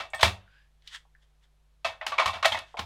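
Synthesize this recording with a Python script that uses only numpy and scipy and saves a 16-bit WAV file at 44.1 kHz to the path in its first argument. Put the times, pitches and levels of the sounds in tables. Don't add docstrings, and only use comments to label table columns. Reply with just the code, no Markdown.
import sys
import numpy as np
from scipy import signal
from scipy.fft import rfft, irfft
from scipy.io import wavfile

SR = 44100
rng = np.random.default_rng(int(sys.argv[2]) if len(sys.argv) > 2 else 0)


def transcribe(u):
    v = np.clip(np.atleast_2d(u).T, -1, 1)
    q = np.round(v * 32767).astype(np.int16)
    wavfile.write(sys.argv[1], SR, q)


N = 125685
CLOCK = np.arange(N) / SR
T = np.arange(21600) / SR


def amp(db):
    return 10 ** (np.asarray(db) / 20)


def unit(x):
    return x / np.sqrt(np.mean(x ** 2) + 1e-20)


def read(points, hz):
    f, value = np.transpose(points)
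    return np.interp(np.log(hz + 1), np.log(f + 1), value)


def add(mix, s, sound):
    part = mix[max(round(s * SR), 0):][:len(sound)]
    part += sound[:len(part)]


def fade(t60, t=T):
    return np.exp(-np.log(1000) * t / t60)


def swing(hz):
    return np.sin(2 * np.pi * hz * T)


def colour(x, db_at, size=2048):
    hz = abs(np.fft.fftfreq(size, 1 / SR))
    log_gain = np.log(amp(db_at(hz)) + 1e-6)
    spectrum = np.exp(np.conj(signal.hilbert(log_gain)))
    taps = np.fft.ifft(spectrum).real
    return signal.fftconvolve(x, taps)[:len(x)]


def shaped(x, points, size=2048):
    power = np.mean(amp(read(points, np.fft.rfftfreq(size, 1 / SR))) ** 2)
    return colour(x, lambda hz: read(points, hz) - 10 * np.log10(power))


def band(length, hz, width_hz):
    f = np.fft.rfftfreq(length, 1 / SR)
    resonance = 1 / (1 + ((f - hz) / (width_hz / 2)) ** 2)
    return unit(irfft(rfft(rng.standard_normal(length)) * resonance, length))


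# frequency in Hz, decay by 60 dB in seconds.
RING_OUT = [(100, 0.3), (600, 0.29), (1500, 0.17), (3300, 0.18), (6000, 0.2), (12000, 0.21), (16000, 0.18)]
TAIL_RISE_S = 0.0019
LATE_DB, LATE_T60_S, LATE_TOP_HZ = -32, .7, 3960


def ring_out(size=256):
    hz, t, noise = signal.stft(rng.standard_normal(len(T)), SR, nperseg=size)
    early = fade(read(RING_OUT, hz)[:, None], t)
    late = amp(LATE_DB) * fade(LATE_T60_S, t) / (1 + (hz[:, None] / LATE_TOP_HZ) ** 6)
    tail = signal.istft(noise * (early + late), SR, nperseg=size)[1][:len(T)]
    return tail * (1 - np.exp(-T / TAIL_RISE_S))


# frequency in Hz, level in dB rms.
HUM = [(50, -64.5), (150, -77.5)]
# frequency in Hz, relative level in dB.
AIR = [(20, 6.5), (60, 1), (120, -7.5), (300, -15.5), (640, -13), (2000, -19.5), (3800, -20), (5000, -24),
       (12000, -30), (16000, -40.5)]
AIR_DB = -71.5


def background():
    out = amp(AIR_DB) * unit(shaped(rng.standard_normal(N), AIR))
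    for hz, db in HUM:
        phase = 2 * np.pi * (hz * CLOCK + rng.random())
        out += amp(db) * np.sqrt(2) * np.sin(phase)
    return out


# frequency in Hz at the top of the swell, width in Hz, level in dB.
FRAME = [(1595, 216, -66), (2705, 2500, -70), (4840, 350, -81)]
FRAME_AT_S, FRAME_SWELL_S, GLIDE_HZ_PER_S = .56, .065, 1400


def frame():
    since_peak = CLOCK - FRAME_AT_S
    swell = np.exp(-(since_peak / FRAME_SWELL_S) ** 2 / 2)
    ring = sum(amp(db) * band(N, hz, width) for hz, width, db in FRAME)
    glide = np.exp(1j * np.pi * GLIDE_HZ_PER_S * since_peak ** 2)
    return swell * (signal.hilbert(ring) * glide).real


# peak in seconds, rise and fall in seconds for a factor e, level at the peak in dB.
SLIDES = [(0.881, 0.022, 0.0045, -61.5), (0.950, 0.022, 0.018, -39), (1.225, 0.0085, 0.025, -68),
          (1.440, .012, .015, -65), (2.685, 0.052, 0.098, -62)]
# frequency in Hz, relative level in dB.
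SLIDE_COLOUR = [(180, -94), (300, -53), (532, -29.5), (975, -15), (1910, -1.5), (2440, -13.5), (3270, 0),
                (4050, -11), (8190, -20), (15000, -43)]
SLIDE_GRAIN_DB, SLIDE_ROOM_DB = 3.5, -14


def slides():
    level = np.zeros(N)
    for s, rise, fall, db in SLIDES:
        level += amp(db) * np.exp(-np.maximum((s - CLOCK) / rise, (CLOCK - s) / fall))
    bumps = np.minimum(rng.exponential(1, N), 5)
    grains = unit(rng.standard_normal(N) * amp(SLIDE_GRAIN_DB * bumps))
    rub = shaped(level * grains, SLIDE_COLOUR)
    room = ring_out()
    room /= np.linalg.norm(room)
    return rub + amp(SLIDE_ROOM_DB) * signal.fftconvolve(rub, room)[:N]


# start in seconds, level in dB, frequency in Hz, width in Hz.
SMALL_CONTACTS = [(0.102, -53.5, 7700, 1800), (0.183, -45, 3400, 600), (0.478, -56.5, 1512, 446),
                  (0.822, -62.5, 2940, 3000), (0.875, -37.5, 3440, 2580), (1.052, -60, 890, 345),
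                  (1.150, -53.5, 1720, 300), (1.933, -46, 1300, 704), (2.369, -31.5, 1050, 600),
                  (2.742, -33, 766, 398)]
CONTACT_S, CONTACT_ROOM_DB = .003, -10


def small_contacts():
    out = np.zeros(N)
    for s, db, hz, width in SMALL_CONTACTS:
        decay = np.exp(-T / CONTACT_S) + amp(CONTACT_ROOM_DB) * fade(read(RING_OUT, hz))
        rise = 1 - np.exp(-np.pi * width * T)
        contact = band(len(T), hz, width) * decay * rise
        low_cut = signal.butter(2, hz / np.sqrt(2), "high", fs=SR)
        add(out, s, amp(db) * signal.lfilter(*low_cut, contact))
    return out


# start in seconds, level in dB.
THUMPS = [(0.0, -56), (0.136, -51.5), (0.230, -22), (1.848, -50), (2.094, -56.5), (2.257, -37),
          (2.353, -47.5), (2.456, -47), (2.515, -43.5), (2.789, -37)]
# frequency in Hz, level in dB, decay by 60 dB in seconds.
BENCH = [(81.6, 4, 0.26), (99.9, -3.5, 0.37), (190, -17.5, 0.42)]
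# frequency in Hz, relative level in dB.
THUD = [(40, -14), (100, 0), (135, -12.5), (190, 3.5), (300, -15.5), (388, 1), (470, -11), (900, -28.5)]
THUMP_RISE_S, THUD_DB, THUD_T60_S = .012, -5.5, 0.17


def bench():
    out = np.zeros(N)
    boom = sum(amp(db) * fade(t60) * swing(hz) for hz, db, t60 in BENCH)
    rise = 1 - np.exp(-T / THUMP_RISE_S)
    for s, db in THUMPS:
        noise = shaped(rng.standard_normal(len(T)), THUD, size=4096)
        thud = amp(THUD_DB) * noise * fade(THUD_T60_S)
        add(out, s, amp(db) * (boom + thud) * rise)
    return out


DETUNE = .012
# start in seconds, level in dB, frequency in Hz.
PINGS = [(0.137, -33, 1815), (0.147, -47, 8200), (0.208, -34.5, 3570)]
PING_T60_S = .2


def pings():
    out = np.zeros(N)
    envelope = fade(PING_T60_S) * (1 - np.exp(-T / TAIL_RISE_S))
    for s, db, hz in PINGS:
        buzz = swing(hz) + .5 * band(len(T), hz, 2 * np.pi * DETUNE * hz)
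        add(out, s, amp(db) * buzz * envelope)
    return out


SHELL_T60_S, SHELL_SPREAD = .085, .08


def shell_ring(hz, count=6):
    near = hz * (1 + SHELL_SPREAD * rng.standard_normal((count, 1)))
    neighbours = rng.standard_normal(count) @ swing(near) / np.sqrt(count)
    dying = fade(SHELL_T60_S * np.sqrt(1000 / hz))
    return unit((swing(hz) + neighbours) * dying) * np.sqrt(np.mean(dying ** 2) / 2)


# frequency in Hz, relative level in dB.
CLACK = [(60, -42), (280, -21.5), (460, -13.5), (620, -1), (1100, 3.5), (1600, 0.5), (2500, 1.5), (3700, 2),
         (5000, -6), (7500, -14.5), (12000, -25), (16000, -37)]
CRACK_S, CRACK_RISE_S, TAIL_DB = 0.0044, 0.0009, -3.5
SAME_TAIL = 0.43
RATTLE_DB, RATTLE_HZ, RATTLE_S = 2, 350, 0.051
LOW_CUT_HZ = 514
TREBLE_HZ, BASS_HZ = 4900, 425


def knock_noise(room, linger_db):
    crack = rng.standard_normal(len(T)) * np.exp(-T / CRACK_S) * (1 - np.exp(-T / CRACK_RISE_S))
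    tail = np.sqrt(SAME_TAIL) * room + np.sqrt(1 - SAME_TAIL) * ring_out()
    smooth = crack + amp(TAIL_DB + linger_db) * tail
    chatter = amp(RATTLE_DB * band(len(T), 0, RATTLE_HZ) * np.exp(-T / RATTLE_S))
    return shaped(unit(smooth * chatter) * smooth.std(), CLACK)


def magazine_ring(modes):
    strikes = rng.choice([-1, 1], len(modes)) * amp(rng.normal(0, 1.0, len(modes)))
    return np.interp(T * rng.normal(1, DETUNE), T, strikes @ modes)


def knock(room, modes, level_db, treble_db, bass_db, magazine_db, shell_hz, shell_db, linger_db):
    clack = knock_noise(room, linger_db)
    magazine = amp(magazine_db + linger_db) * magazine_ring(modes)
    shell = amp(shell_db) * shell_ring(shell_hz)
    low_cut = signal.butter(6, LOW_CUT_HZ, "high", fs=SR, output="sos")
    rings = signal.sosfilt(low_cut, shell + magazine)

    def tone_db(hz):
        treble = treble_db * hz ** 2 / (hz ** 2 + TREBLE_HZ ** 2)
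        return treble + bass_db / (1 + (hz / BASS_HZ) ** 6)

    return amp(level_db) * colour(clack + rings, tone_db)


# start in seconds, level in dB, treble in dB, bass in dB, magazine ring in dB,
# shell pitch in Hz, shell ring in dB, lingering share (tail and magazine) in dB.
KNOCKS = [(0.000, -32, -10.5, 7.5, -5, 1320, -24, 3.5), (0.007, -32.5, -5, -8, 7, 1343, 2, -8.5),
          (0.134, -32, -16, -16, 5.5, 2234, 0.5, -0.5), (0.146, -48, 26.5, -2, -13, 659.4, 17.5, -5.5),
          (0.193, -34, -10, -10, -5.5, 648, 3.5, 5), (0.208, -34, 10.5, 3, -22, 3550, -7, 5),
          (0.2283, -12.5, 4.5, 7, -7, 1080, -13, -6), (0.2301, -3.5, -5, 5.5, 6, 3857, -9, -22.5),
          (0.242, -18, 1.5, 13.5, -4, 1060, -24, 0), (1.8461, -24.5, -8, -3, -5.5, 2660, -3, 2.5),
          (1.850, -21, -11.5, -2.5, 1.5, 679, -3.5, -3.5), (2.012, -30, -34.5, -15, -2.5, 1990, 3.5, 2),
          (2.065, -21, 2.5, 8, -11, 3320, -32, -6), (2.1195, -26, -21.5, -2, -6, 1136, 6, 0.5),
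          (2.181, -22.5, -17.5, -6, -45, 1067, -3, 6.5), (2.186, -26.5, -11, 20, 0.5, 2330, 13, -10),
          (2.1952, -17, -14, -4, -0.5, 1115, 2, 0), (2.213, -32, -16, 3.5, -5, 1034, 7, 8),
          (2.258, -17.5, -1, -20, -5.5, 1097, -3, -4.5), (2.277, -26, 2.5, -11, 12, 1155, 0.5, -10.5),
          (2.294, -29, -21, 11, -2, 1023, 5.5, -28), (2.333, -34.5, -12, 9, -5.5, 3590, 3, 6),
          (2.349, -37, -9, -18, 3, 1026, 2, 2), (2.427, -20, -13.5, -9.5, -10.5, 1065, -3.5, 1),
          (2.446, -15.5, -10, -5.5, -0.5, 1362, -5, -2), (2.4523, -13, -6.5, -17, 1.5, 1903, -5, -12.5),
          (2.457, -16, 7, 4.5, -4, 654, -4, -7), (2.518, -30, -2.5, 8.5, -12, 876, 0, 3),
          (2.5215, -32, -4, 16, -8.5, 3206, 14, 1.5), (2.533, -41, -5, -8, -10, 2120, 13, -5),
          (2.546, -33, -2, 12, 7, 928, 8, -1), (2.553, -51, 3, -5, -11, 1967, 25.5, -25),
          (2.571, -34.5, -9, -2.5, -3.5, 1900, 0, 4), (2.588, -36.5, 11.5, -6, 12, 3040, -9, -15.5),
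          (2.77, -37, -11.5, 8, -7, 2190, 5, 4.5), (2.787, -42, -7.5, -5, -34, 788, 12.5, 14),
          (2.7924, -20.5, -4.5, 25, -16, 796, -17.5, -14.5)]
# frequency in Hz, level in dB, decay by 60 dB in seconds.
MAGAZINE = [(569, -13.5, 0.14), (661, -6.5, 0.19), (743.6, -14.5, .2), (782, -12.5, 0.083),
            (900, -16, 0.17), (1075, -15.5, .19), (1252, -15, 0.21), (1850, -13.5, .24), (1965, -17, 0.13),
            (2272, -10, .19), (2240, -17, .15), (2647, -11, .25), (3360, -15, .23), (3600, -18, 0.28)]


def clatter():
    out, room = np.zeros(N), ring_out()
    modes = np.array([amp(db) * fade(t60) * swing(hz) for hz, db, t60 in MAGAZINE])
    for s, *row in KNOCKS:
        add(out, s, knock(room, modes, *row))
    return out


def scene():
    handling = frame() + slides() + small_contacts()
    landing = bench() + pings() + clatter()
    return (background() + handling + landing)[None]


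EDGE_HZ = 16100


def record(dry):
    taps = signal.firwin(511, EDGE_HZ, window=("kaiser", 9), fs=SR)
    return signal.oaconvolve(np.clip(dry, -1, 1), taps[None], "same")


dry = scene()
out = record(dry)
transcribe(out)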